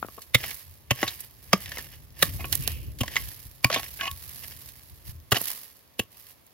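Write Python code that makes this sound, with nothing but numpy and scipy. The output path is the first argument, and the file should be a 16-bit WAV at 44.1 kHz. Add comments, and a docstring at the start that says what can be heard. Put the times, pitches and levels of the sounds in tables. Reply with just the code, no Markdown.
"""A small pick-mattock chops eight times into dry stony soil, outdoors, close to a hand-held microphone.
Each blow is a run of tiny grit fractures ringing the struck stone, plus a low thump of the ground.
Stones, clods, stems on steel and dull handling taps knock briefly; scraped steel rings as fading sine waves.
Dry weeds snap and rustle, thrown soil patters down and grit hisses, all built from random grains.
Shaped noise and wobbling low tones make the air that buffets the microphone."""
import sys
import numpy as np
from scipy import signal
from scipy.fft import rfft, irfft
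from scipy.io import wavfile

SR = 44100
rng = np.random.default_rng(int(sys.argv[2]) if len(sys.argv) > 2 else 0)


def waveform_to_disk(signal):
    """Save audio, clipped to [-1, 1], as 16-bit WAV at the path in sys.argv[1]."""
    frames = np.transpose(np.atleast_2d(signal))
    scaled = np.clip(frames, -1, 1) * 32767
    samples = np.round(scaled).astype(np.int16)
    wavfile.write(sys.argv[1], SR, samples)


N = 288049  # length of the scene in samples

# Blows of the blade. Columns: start_s, bite_s (time in the soil), left_minus_right_db (halved in use),
# four resonances of the struck stone and soil: ring1_hz, ring2_hz, ring3_hz, ring4_hz,
# body_db, knock_db, crunch_db, grit_db, fizz_db, steel_ring_db (lifted in use), thump_db, thump_hz
BLOWS = [(0.345, 0.0061, -4, 509, 1220, 2100, 3670, -26.5, -27, -13.5, -20, -20.5, -57.5, -16, 121.4),
         (0.9073, 0.0058, -2.5, 568, 1096, 2060, 2680, -28.5, -26.5, -20, -27, -26.5, -41.5, -17, 122),
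         (1.53, 0.0045, -3, 539, 1190, 2210, 5100, -21.5, -15, -18.5, -19, -25, -72, -15, 190),
         (2.224, 0.0043, -2, 560, 1190, 1710, 3850, -24.5, -22, -18, -20.5, -15, -38.5, -25.5, 161.7),
         (3.0064, 0.0066, 0, 257, 1170, 2780, 3040, -30, -39.5, -29, -33.5, -29.5, -45.5, -18.5, 112.3),
         (3.6438, 0.00268, -0.5, 266.4, 1057, 2410, 4640, -28.5, -23, -15, -22, -22.5, -30, -16.5, 124),
         (5.318, 0.0073, -1, 456.5, 1374, 1920, 2860, -24.5, -19.5, -21.5, -23, -20, -42, -17, 115.7),
         (5.9923, 0.0045, -1, 274, 333, 2860, 2840, -26, -38, -24.5, -32.5, -29, -51, -29.5, 105)]
STONE_RING, STONE_SHARPNESS = 3.2, 17  # how strongly and how sharply the struck stone rings (plain numbers)


def strikes():
    """The blade brushes the weeds, crushes grit until it stops, and the ground rebounds with a thump."""
    out = np.zeros((2, N))
    lead_s = .01  # the brush through the weeds begins before contact
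    t = np.arange(SR // 6) / SR - lead_s
    since = np.maximum(t, 0)
    for s, bite_s, balance_db, *colour, ring_db, thump_db, thump_hz in BLOWS:
        rings, band_db = colour[:4], colour[4:]
        crush = np.exp(-(since / (1.7 * bite_s)) ** 3) + .16 * np.exp(-since / .012)
        onset = 1 - .7 * np.exp(-since / .0007)
        entry = .11 * np.exp(-abs(t) / .0035)
        force = np.where(t > 0, crush * onset, entry)
        blow = crunch(force, balance_db / 2, band_db, per_s=9000, spread_db=4, push=.3,
                      rings=rings, ring_gain=STONE_RING, sharpness=STONE_SHARPNESS)
        add(out, s - lead_s, blow)
        add(out, s, amp(ring_db + 4.5) * steel())

        swell = since / 0.004
        rebound = swell * np.exp(1 - swell) + 0.13 * np.exp(-since / 0.033)
        phase = 2 * np.pi * thump_hz * since
        overtone = 0.36 * rebound * np.sin(2 * phase)  # packed soil stiffens, adding an overtone
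        thump = rebound * (np.sin(phase) + overtone)
        add(out, s - lead_s + .005, amp(thump_db) * thump)
    return out


# Ways the steel head vibrates. Columns: pitch_hz, level_db, fade_s (time to fall 60 dB)
STEEL_MODES = [(1107, 0, .13), (1739, -15, .08), (2207, -12, .06), (2546, -3, .035), (2905, -3, .05),
               (3490, -18, .04), (4452, -27, .08), (8247, -30, .05)]


def steel():
    """The head's ring after one tap; the point of contact shifts the weight of each mode."""
    t = np.arange(SR // 4) / SR
    ring = np.zeros(len(t))
    for hz, db, fade_s in STEEL_MODES:
        fading = amp(db + rng.normal(0, 1.7) - 60 * t / fade_s)
        ring += fading * np.sin(2 * np.pi * hz * t)
    return burst_unit(ring)


# Limits of the body, knock, crunch, grit and fizz bands. Column: edge_hz
BAND_LIMITS = [175, 700, 1500, 3200, 7500, 16000]


def crunch(force, balance_db, band_db, per_s, spread_db, push=0.13, rings=(), ring_gain=1, sharpness=8):
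    """A first push and a run of fractures under a force pulse ring what they hit.

    band_db sets the levels of the topmost bands; balance_db is left minus right.
    """
    x = burst_unit(pair(grains(len(force), per_s, spread_db)) * force)
    x[:, np.argmax(force)] += push * np.sqrt(SR / 100)
    x = x + ring_gain * sum(resonate(x, hz, 60 + hz / sharpness) for hz in rings)
    bands = list(zip(BAND_LIMITS, BAND_LIMITS[1:]))[-len(band_db):]
    out = np.zeros_like(x)
    for band, db in zip(bands, band_db):
        band_filter = signal.butter(N=4, Wn=band, btype="band", fs=SR, output="sos")
        out += amp(db) * burst_unit(signal.sosfilt(band_filter, x))
    return out * amp([[balance_db / 2], [-balance_db / 2]])


# Short knocks: stones, clods, stems breaking against the steel, and dull handling taps near the microphone.
# Columns: start_s, length_s, resonance_hz, left_minus_right_db (halved in use),
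# level_db (in the band of the resonance), bass_step_db (per band below), treble_step_db (per band above),
# steel_ring_db (lifted in use)
SHORT_KNOCKS = [(0.027, 0.00057, 1390, 8, -27.5, -11, -14.5, -62),
                (0.047, 0.00068, 1290, 4, -45, 6.5, -13, -62),
                (0.085, 0.00045, 1180, 5, -45, -2.5, -12, -60),
                (0.178, 0.0068, 1130, 9.5, -42, -3, -17, -59.5), (0.4382, 0.004, 2120, 0, -34, -5, -9, -68),
                (0.51, 0.0058, 2260, -6.5, -40.5, -8.5, -1.5, -69),
                (1.0289, 0.005, 1990, 1, -25.5, 1, -7, -30.5),
                (1.0784, 0.0081, 3900, -1, -29, -7.5, -9, -68),
                (1.6587, 0.0013, 1880, 0.5, -40.5, -13.5, -4, -66),
                (1.718, 0.0043, 1770, 2, -36.5, -8.5, -5, -68),
                (1.771, 0.0026, 2130, 4.5, -37.5, -4.5, -9, -54.5),
                (1.783, 0.0089, 1820, -7, -38.5, -4, -0.5, -58.5),
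                (2.406, 0.004, 2304, -4.5, -42.5, -3, -11, -60),
                (2.443, 0.0049, 2500, -5, -36, -2, -16, -40.5),
                (2.527, 0.0089, 1830, -10, -38.5, -3, -12, -50),
                (2.6777, 0.0038, 1810, -3, -46, 3.5, 2, -60), (3.0335, 0.0032, 1030, -7, -36.5, 2, -2, -63),
                (3.0793, 0.0025, 1990, -2, -37.5, -5.5, -3, -64),
                (3.157, 0.0036, 2100, 0, -32.5, -6.5, -4.5, -56),
                (3.165, 0.0038, 2070, -3, -19.5, -14, -10.5, -44),
                (3.7004, 0.0039, 1140, -3.5, -27, -1.5, -6, -39.5),
                (3.743, 0.0038, 2260, 1, -24.5, -20, -3.5, -60),
                (3.7605, 0.0075, 3480, -6, -32.5, 1, -16, -33.5),
                (3.831, 0.0014, 2550, -2, -43, -5.5, -1, -63),
                (3.9904, 0.011, 1680, 1, -36.5, -9, -18, -55),
                (4.0098, 0.003, 1670, -5, -28, -16, -13, -36.5),
                (4.055, 0.0017, 2570, -11, -36, -11.5, -15, -62),
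                (4.0775, 0.0039, 2960, -10, -34, -16, -9, -30.5),
                (5.3447, 0.0024, 2850, -7, -35, -2, -5.5, -44.5),
                (5.366, 0.006, 2880, -4, -29, -4.5, -4, -59),
                (5.4114, 0.0026, 1760, -3, -48.5, 4.5, -12, -63)]
KNOCK_RING, KNOCK_SHARPNESS = 5, 19  # how strongly and how sharply a knock rings (plain numbers)
THUD_DB, THUD_HZ, THUD_S = -12, 114, 0.013  # thud: level against the body band, pitch, swell's time to peak


def knocks():
    """Short contacts of stone, stem or hand ring what they touch; more body brings more of a low thud."""
    out = np.zeros((2, N))
    t = np.arange(SR // 10) / SR
    thud = t / THUD_S * np.exp(1 - t / THUD_S) * np.sin(2 * np.pi * THUD_HZ * t)
    for s, length_s, hz, balance_db, db, bass_db, treble_db, ring_db in SHORT_KNOCKS:
        steps = np.arange(len(BAND_LIMITS) - 1) - np.searchsorted(BAND_LIMITS[1:], hz)  # bands from resonance
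        band_db = db + abs(steps) * np.where(steps < 0, bass_db, treble_db)
        force = np.exp(-t / (1.2 * length_s)) + .04 * np.exp(-t / .014)
        knock = crunch(force, balance_db / 2, band_db, per_s=8000, spread_db=1.5, push=0.23,
                       rings=[hz], ring_gain=KNOCK_RING, sharpness=KNOCK_SHARPNESS)
        add(out, s, knock)
        add(out, s, amp(ring_db + 1) * steel())
        add(out, s, amp(band_db[0] + THUD_DB) * thud)
    return out


# The blade dragged over stone. Columns: start_s, end_s, level_db, brightness_db (per octave),
# steel_ring_db (lowered in use)
STONE_SCRAPES = [(2.387, 2.445, -47.5, -4, -52.5), (3.707, 3.766, -25.5, -2, -56),
                 (3.767, 3.812, -35, -2.5, -55), (3.99, 4.096, -38.5, -0.5, -39),
                 (5.341, 5.379, -26.5, -2, -50)]
# Tone of the scraping. Columns: pitch_hz, level_db
SCRAPE_TONE = [(88, -47.5), (150, -6.5), (457, -10.5), (545, -29.5), (675, 6.5), (923, -6), (1100, -8.5),
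               (1290, -0.5), (2180, 3.5), (6390, -1), (7770, -10), (11700, -2.5), (16000, -39)]


def scrapes():
    """The steel sticks and slips over stone; every slip sheds grit and taps the head."""
    out = np.zeros((2, N))
    t = np.arange(SR // 50) / SR
    for start, end, db, tilt_db, ring_db in STONE_SCRAPES:
        count = round(max(end - start, .02) * SR)
        sticking = abs(grains(count, per_s=420, spread_db=3)[0])
        slips = signal.fftconvolve(sticking, np.exp(-t / 0.0021))[:count]
        stroke = signal.windows.tukey(count, .5)
        grit = grains(count, per_s=9000, spread_db=2.5) * (.35 + unit(slips))
        rub = pair(grit, SCRAPE_TONE, tilt_db) * stroke
        add(out, start, amp(db) * rub)
        ring = unit(signal.fftconvolve(rub, steel()[None], axes=1))
        add(out, start, amp(ring_db - 3) * ring)
    return out


# Dry stems breaking. Columns: start_s, length_s, left_minus_right_db (quartered in use), fizz_db,
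# bass_step_db (per band below the fizz)
STEM_SNAPS = [(0.218, 0.0094, 4, -41, -6.5), (0.544, 0.0038, -3, -38, -17), (0.906, 0.0047, 3, -54.5, 12.5),
              (1.204, 0.0052, -21, -35, -30), (2.5252, 0.0046, -19, -21.5, -7),
              (2.553, 0.00086, -12, -21.5, -15), (2.676, 0.00091, -22, -24, -6.5),
              (2.986, 0.012, -13, -42.5, -4), (4.113, 0.0013, -7, -36.5, -7),
              (4.2947, 0.0012, -10, -43.5, -24), (4.6875, 0.011, -11, -45.5, -5.5),
              (5.3096, 0.0092, -6, -31.5, -11), (5.415, 0.001, -16, -28, -32),
              (5.482, 0.0028, -20, -31, -8.5), (6.267, 0.0044, -2, -52.5, -5.5),
              (6.465, 0.0043, 9.5, -54, -17.5)]


def snaps():
    """Brittle stems give way in a quick run of bright cracks."""
    out = np.zeros((2, N))
    t = np.arange(SR // 20) / SR
    for s, length_s, balance_db, db, bass_db in STEM_SNAPS:
        decay = np.exp(-t / length_s) + .025 * np.exp(-t / .008)
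        force = (1 - np.exp(-t / .0006)) * decay
        band_db = [db + 2 * bass_db, db + bass_db, db]  # crunch, grit, fizz
        add(out, s, crunch(force, balance_db / 4, band_db, per_s=11000, spread_db=0.5))
    return out


# Showers of thrown soil landing. Columns: middle_s, half_length_s, level_db
SOIL_SHOWERS = [(0.45, 0.054, -43), (0.602, 0.011, -51), (1.035, 0.081, -40), (1.235, 0.022, -57),
                (1.72, 0.15, -48.5), (1.939, 0.018, -54), (2.25, 0.063, -45.5), (3.159, 0.082, -43.5),
                (3.83, 0.052, -49), (4.443, 0.0099, -45.5), (4.521, .012, -51), (5.1, 0.0073, -60.5),
                (5.41, 0.025, -60), (6.147, 0.015, -58.5)]
# Tone of the falling soil. Columns: pitch_hz, level_db
SOIL_TONE = [(250, -14), (700, -11), (1100, -14), (1400, -16), (1750, -3), (2150, -5.5), (2500, -8.5),
             (2950, -5), (4000, -17), (5200, -9.5), (7000, -18), (12000, -26)]
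# Tone of the rustling weeds. Columns: pitch_hz, level_db
WEED_TONE = [(400, -16.5), (1500, -11), (3000, -13.5), (5000, -9.5), (6500, -12), (8500, -9), (10000, -6),
             (11700, 0), (13300, -3), (15500, -6)]
# Tone of the ticking twigs. Columns: pitch_hz, level_db
TICK_TONE = [(300, -22.5), (1200, -10), (1900, -5), (3200, -8.5), (5000, -2.5), (7000, -7.5), (9000, -13),
             (15000, 3.5)]


def debris():
    """Crumbs of soil patter down in showers; dry weeds crackle in flurries, and now and then a twig ticks."""
    crumbs = clumps(per_s=360, length_s=0.0036, spread_db=3.5)
    soil = pair(grains(N, per_s=9000, spread_db=2) * (.4 + crumbs), SOIL_TONE)
    falling = sum(amp(db) * bump(middle, half) for middle, half, db in SOIL_SHOWERS)

    stems = clumps(per_s=300, length_s=.0025, spread_db=3.8)
    fibres = grains(N, per_s=22000, spread_db=1.5) * (.75 + stems)
    weeds = pair(fibres, WEED_TONE, share=0.1)

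    twigs = clumps(per_s=35, length_s=.0009, spread_db=2.5)
    ticks = pair(rng.standard_normal((2, N)) * twigs, TICK_TONE)

    shaking = rustle()
    stirring = np.sqrt(shaking)  # twigs keep settling after the rustle has faded
    pattering = soil * (falling + amp(-15.5) * shaking)
    return pattering + amp(3.0) * weeds * shaking + amp(-33) * ticks * stirring


# The blade drags through dry weeds. Columns: start_s, crest_s,
# crest_db (relative; the weeds and soil have their own gains), settling_db_per_s
WEED_DRAGS = [(0.368, 0.454, -35, 80), (0.923, 1.105, -40, 83), (1.535, 1.785, -44, 59),
              (2.25, 2.618, -39.5, 56), (3.014, 3.229, -39.5, 50), (3.623, 3.78, -40.5, 25),
              (4.088, 4.396, -42, 27), (5.34, 5.486, -32, 95), (6.101, 6.194, -49.5, 88)]
# The swinging tool brushes past stems. Columns: middle_s, half_length_s, level_db (relative, as above)
STEM_BRUSHES = [(.14, 0.18, -51), (1.031, 0.016, -36.5), (1.208, 0.033, -42), (1.47, 0.11, -52),
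                (1.62, 0.046, -44), (2.239, 0.045, -33.5), (2.341, 0.019, -39.5), (2.538, 0.019, -30),
                (2.7, 0.043, -38), (5.088, 0.033, -41.5), (5.345, .015, -38), (6.007, 0.023, -48),
                (6.305, .025, -48.5)]
DRAG_ONSET_S, DRAG_SWELL_DB = 0.0087, 8.5  # every drag sets in quickly and swells to its crest
STIR_DB = -71.5  # the weeds never quite rest (relative, as above)


def rustle():
    """How hard the weeds shake: each drag swells to a crest and settles, each brush is a short swish."""
    t = np.arange(N) / SR
    power = amp(STIR_DB) ** 2
    for start, crest, db, settle_db_per_s in WEED_DRAGS:
        swell_db = np.interp(t, [start, crest], [-DRAG_SWELL_DB, 0])
        shape_db = swell_db - settle_db_per_s * np.maximum(t - crest, 0)
        onset = np.clip((t - start) / DRAG_ONSET_S, 0, 1)
        power = power + (onset * amp(db + shape_db)) ** 2
    for middle, half, db in STEM_BRUSHES:
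        power = power + (amp(db) * bump(middle, half)) ** 2
    return np.sqrt(power)


def clumps(per_s, length_s, spread_db):
    """A restless level: each crumb or stem sets off a brief flurry that dies away."""
    starts = grains(N, per_s, spread_db)[0] ** 2
    power = signal.lfilter([1], [1, -np.exp(-2 / (length_s * SR))], starts)
    return unit(np.sqrt(power))


# Thin hiss of the blade sliding out. Columns: time_s, level_db
SLIDE_LEVEL = [(2.54, -90), (2.62, -48.5), (2.70, -45), (2.78, -53), (2.92, -66.5)]


def slide():
    """Fine grit hisses along the blade as it is drawn out."""
    grit = pair(grains(N, per_s=6300, spread_db=4.5))
    hiss = unit(resonate(grit, hz=2740, width_hz=600))
    hiss = unit(resonate(hiss, hz=2560, width_hz=1000))
    t = np.arange(N) / SR
    sliding = (t > SLIDE_LEVEL[0][0]) * (t < SLIDE_LEVEL[-1][0])
    return hiss * level(SLIDE_LEVEL) * sliding


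def ground_echo(x):
    """Rocks and scrub scatter a short faint tail."""
    t = np.arange(SR // 4) / SR
    fading = amp(-60 * t / 0.13) * (t > .006)
    taps = grains(len(t), per_s=1900, spread_db=-0.5) * fading
    return signal.fftconvolve(x, pair(taps) / np.sqrt(len(t)), axes=1)[:, :N]


# Strength of the air moving past the microphone. Columns: time_s, level_db
BUFFET_LEVEL = [(0, -53), (.28, -61.5), (.45, -43), (.6, -63), (1.05, -49), (1.3, -57.5), (1.65, -46.5),
                (2.17, -50.5), (2.27, -34.5), (2.72, -37.5), (3.3, -46.5), (3.4, -53), (4.45, -48.5),
                (4.82, -55), (5.2, -50.5), (5.6, -71), (6.25, -66.5), (6.53, -75)]
# Tone of the buffeting. Columns: pitch_hz, level_db
BUFFET_TONE = [(12, -52), (20, -22), (51, -3), (75, -1), (139, -7.5), (184, -20), (303, -21), (392, -28.5),
               (600, -32), (780, -46), (1320, -120)]
# Single puffs of air from the swing. 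Columns: middle_s, half_length_s, level_db (lifted in use), pitch_hz
AIR_PUFFS = [(0.699, 0.038, -47.5, 82.5), (2.374, 0.02, -42.5, 65.5), (2.601, 0.0098, -29.5, 96.3),
             (2.72, 0.032, -34.5, 75.4), (2.797, 0.0086, -43.5, 101.6), (2.881, 0.017, -33.5, 81),
             (3.23, 0.056, -38.5, 60), (3.464, 0.022, -40.5, 60.4), (4.124, 0.02, -41.5, 80.8),
             (4.924, 0.014, -45, 85), (5.088, 0.021, -37, 69.9), (5.166, 0.047, -43, 78.9)]
# Tone of the open country's hush. Columns: pitch_hz, level_db
HUSH_TONE = [(24, -25), (40, -1.5), (91, 2), (320, -5), (697, -6), (1370, -9), (2700, -14.5), (8550, -19.5),
             (12500, -13), (16000, -14.5)]
HUSH_DB = -58.5


def air():
    """Low buffeting and single puffs at the ports, over the faint hush of open country."""
    buffet = pair(rng.standard_normal((2, N)), BUFFET_TONE, share=.65) * level(BUFFET_LEVEL)
    t = np.arange(N) / SR
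    for middle, half, db, hz in AIR_PUFFS:
        # an eddy reaches the two ports out of step, and its rate wanders
        wander = np.interp(t, t[::400], rng.standard_normal(len(t[::400])))
        out_of_step = rng.normal(0, .45, (2, 1))
        phase = 2 * np.pi * (hz * t + rng.random()) + .8 * wander + out_of_step
        buffet = buffet + amp(db + 5) * bump(middle, half) * np.sin(phase)
    hush = pair(rng.standard_normal((2, N)), HUSH_TONE, share=0.16)
    return buffet + amp(HUSH_DB) * hush


def grains(count, per_s, spread_db):
    """Two trains of tiny fractures at random times; a positive spread makes many small and a few large."""
    size = amp(spread_db * np.minimum(rng.exponential(1, (2, count)), 4))
    sign = rng.choice([-1, 1], (2, count))
    happens = rng.random((2, count)) < per_s / SR
    return unit(size * sign * happens)


# How alike the two ports hear each pitch. 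Columns: pitch_hz, likeness (0 unrelated, 1 the same)
PORT_LIKENESS = [(50, 1), (150, 1), (1000, 0.84), (2200, 0.94), (3500, 0.24), (5000, 0.96), (8000, 0.7),
                 (16000, 0.092)]


def pair(x, colour=((1, 0), (2, 0)), tilt_db=0, share=1):
    """Colours two unrelated signals and makes them partly alike, most in the bass, as at two close ports."""
    hz = np.fft.rfftfreq(x.shape[1], 1 / SR)
    a, b = rfft(x)
    same = np.clip(share * read(PORT_LIKENESS, hz), -1, 1)
    gain = amp(read(colour, hz) + tilt_db * np.log2(hz + 1))
    second = same * a + np.sqrt(1 - same ** 2) * b
    return unit(irfft(gain * np.array([a, second]), x.shape[1]))


def resonate(x, hz, width_hz):
    """One resonance of gain 1 at its peak."""
    return signal.lfilter(*signal.iirpeak(min(hz, SR / 2 - 1), hz / width_hz, fs=SR), x)


def bump(middle, half):
    """A bell-shaped swell of height 1."""
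    return np.exp(-np.minimum(((np.arange(N) / SR - middle) / half) ** 2, 60))


def level(curve):
    """A dB curve as a gain for every sample."""
    s, db = np.transpose(curve)
    return amp(np.interp(np.arange(N) / SR, s, db))


def read(points, hz):
    """Reads a spectrum on a log-frequency axis."""
    f, value = np.transpose(points)
    return np.interp(np.log(hz + 1), np.log(f + 1), value)


def amp(db):
    """Decibels to gain."""
    return 10 ** (np.asarray(db) / 20)


def unit(x):
    """Scales to rms 1."""
    return x / np.sqrt(np.mean(x ** 2) + 1e-20)


def burst_unit(x):
    """Scales a short sound to the energy of 10 ms at rms 1."""
    return unit(x) * np.sqrt(SR / 100 / x.shape[-1])


def add(mix, s, sound):
    """Mixes a sound in at time s."""
    part = mix[:, max(round(s * SR), 0):][:, :sound.shape[-1]]
    part += sound[..., :part.shape[1]]


def scene():
    """The digging with its handling taps, its scatter and the open air."""
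    hits = strikes() + knocks() + snaps() + scrapes()
    return hits + amp(-20) * ground_echo(hits) + debris() + slide() + air()


# Level difference between the two ports. Columns: pitch_hz, left_minus_right_db
PORT_BALANCE = [(100, 1), (600, 2.5), (1500, 0.5), (2800, -2), (4500, -1.5), (6000, -1), (7600, 3.5),
                (9000, 0.5), (10500, -9), (11600, -8.5), (13200, -11), (15500, -1.5)]
# Phase of the left port ahead of the right (negative is behind). Columns: pitch_hz, lead_radians
PORT_LEAD = [(100, -1), (1700, 1), (2800, 1), (4000, 0.93), (6000, 2), (9000, 3.5), (16000, -4)]
# Dips, and one slight lift, in the microphone's response. Columns: pitch_hz, level_db
MICROPHONE_TONE = [(620, -0.5), (780, -2.5), (950, -1), (1150, -0.5), (1400, -5.5), (1700, -0.5),
                   (4500, 1.5), (7000, -1), (8500, -5.5), (10200, -1)]


def record(dry):
    """Two ports differ in level and phase; deep bass is cut, large peaks round off, the top is band-limited."""
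    hz = np.fft.rfftfreq(N, 1 / SR)
    ratio = amp(read(PORT_BALANCE, hz))
    left = ratio * np.exp(1j * read(PORT_LEAD, hz))
    right = np.ones_like(ratio)
    ports = np.array([left, right]) / np.sqrt((1 + ratio ** 2) / 2)  # keeps the summed power
    heard = irfft(rfft(dry) * ports * amp(read(MICROPHONE_TONE, hz)), N)
    heard = signal.sosfilt(signal.butter(3, 42, "high", fs=SR, output="sos"), heard)
    heard = heard / (1 + heard ** 6) ** (1 / 6)
    band_limit = signal.firwin(301, 15950, window=("kaiser", 9), fs=SR)
    return signal.oaconvolve(heard, band_limit[None], "same")


dry = scene()
out = record(dry)
waveform_to_disk(out)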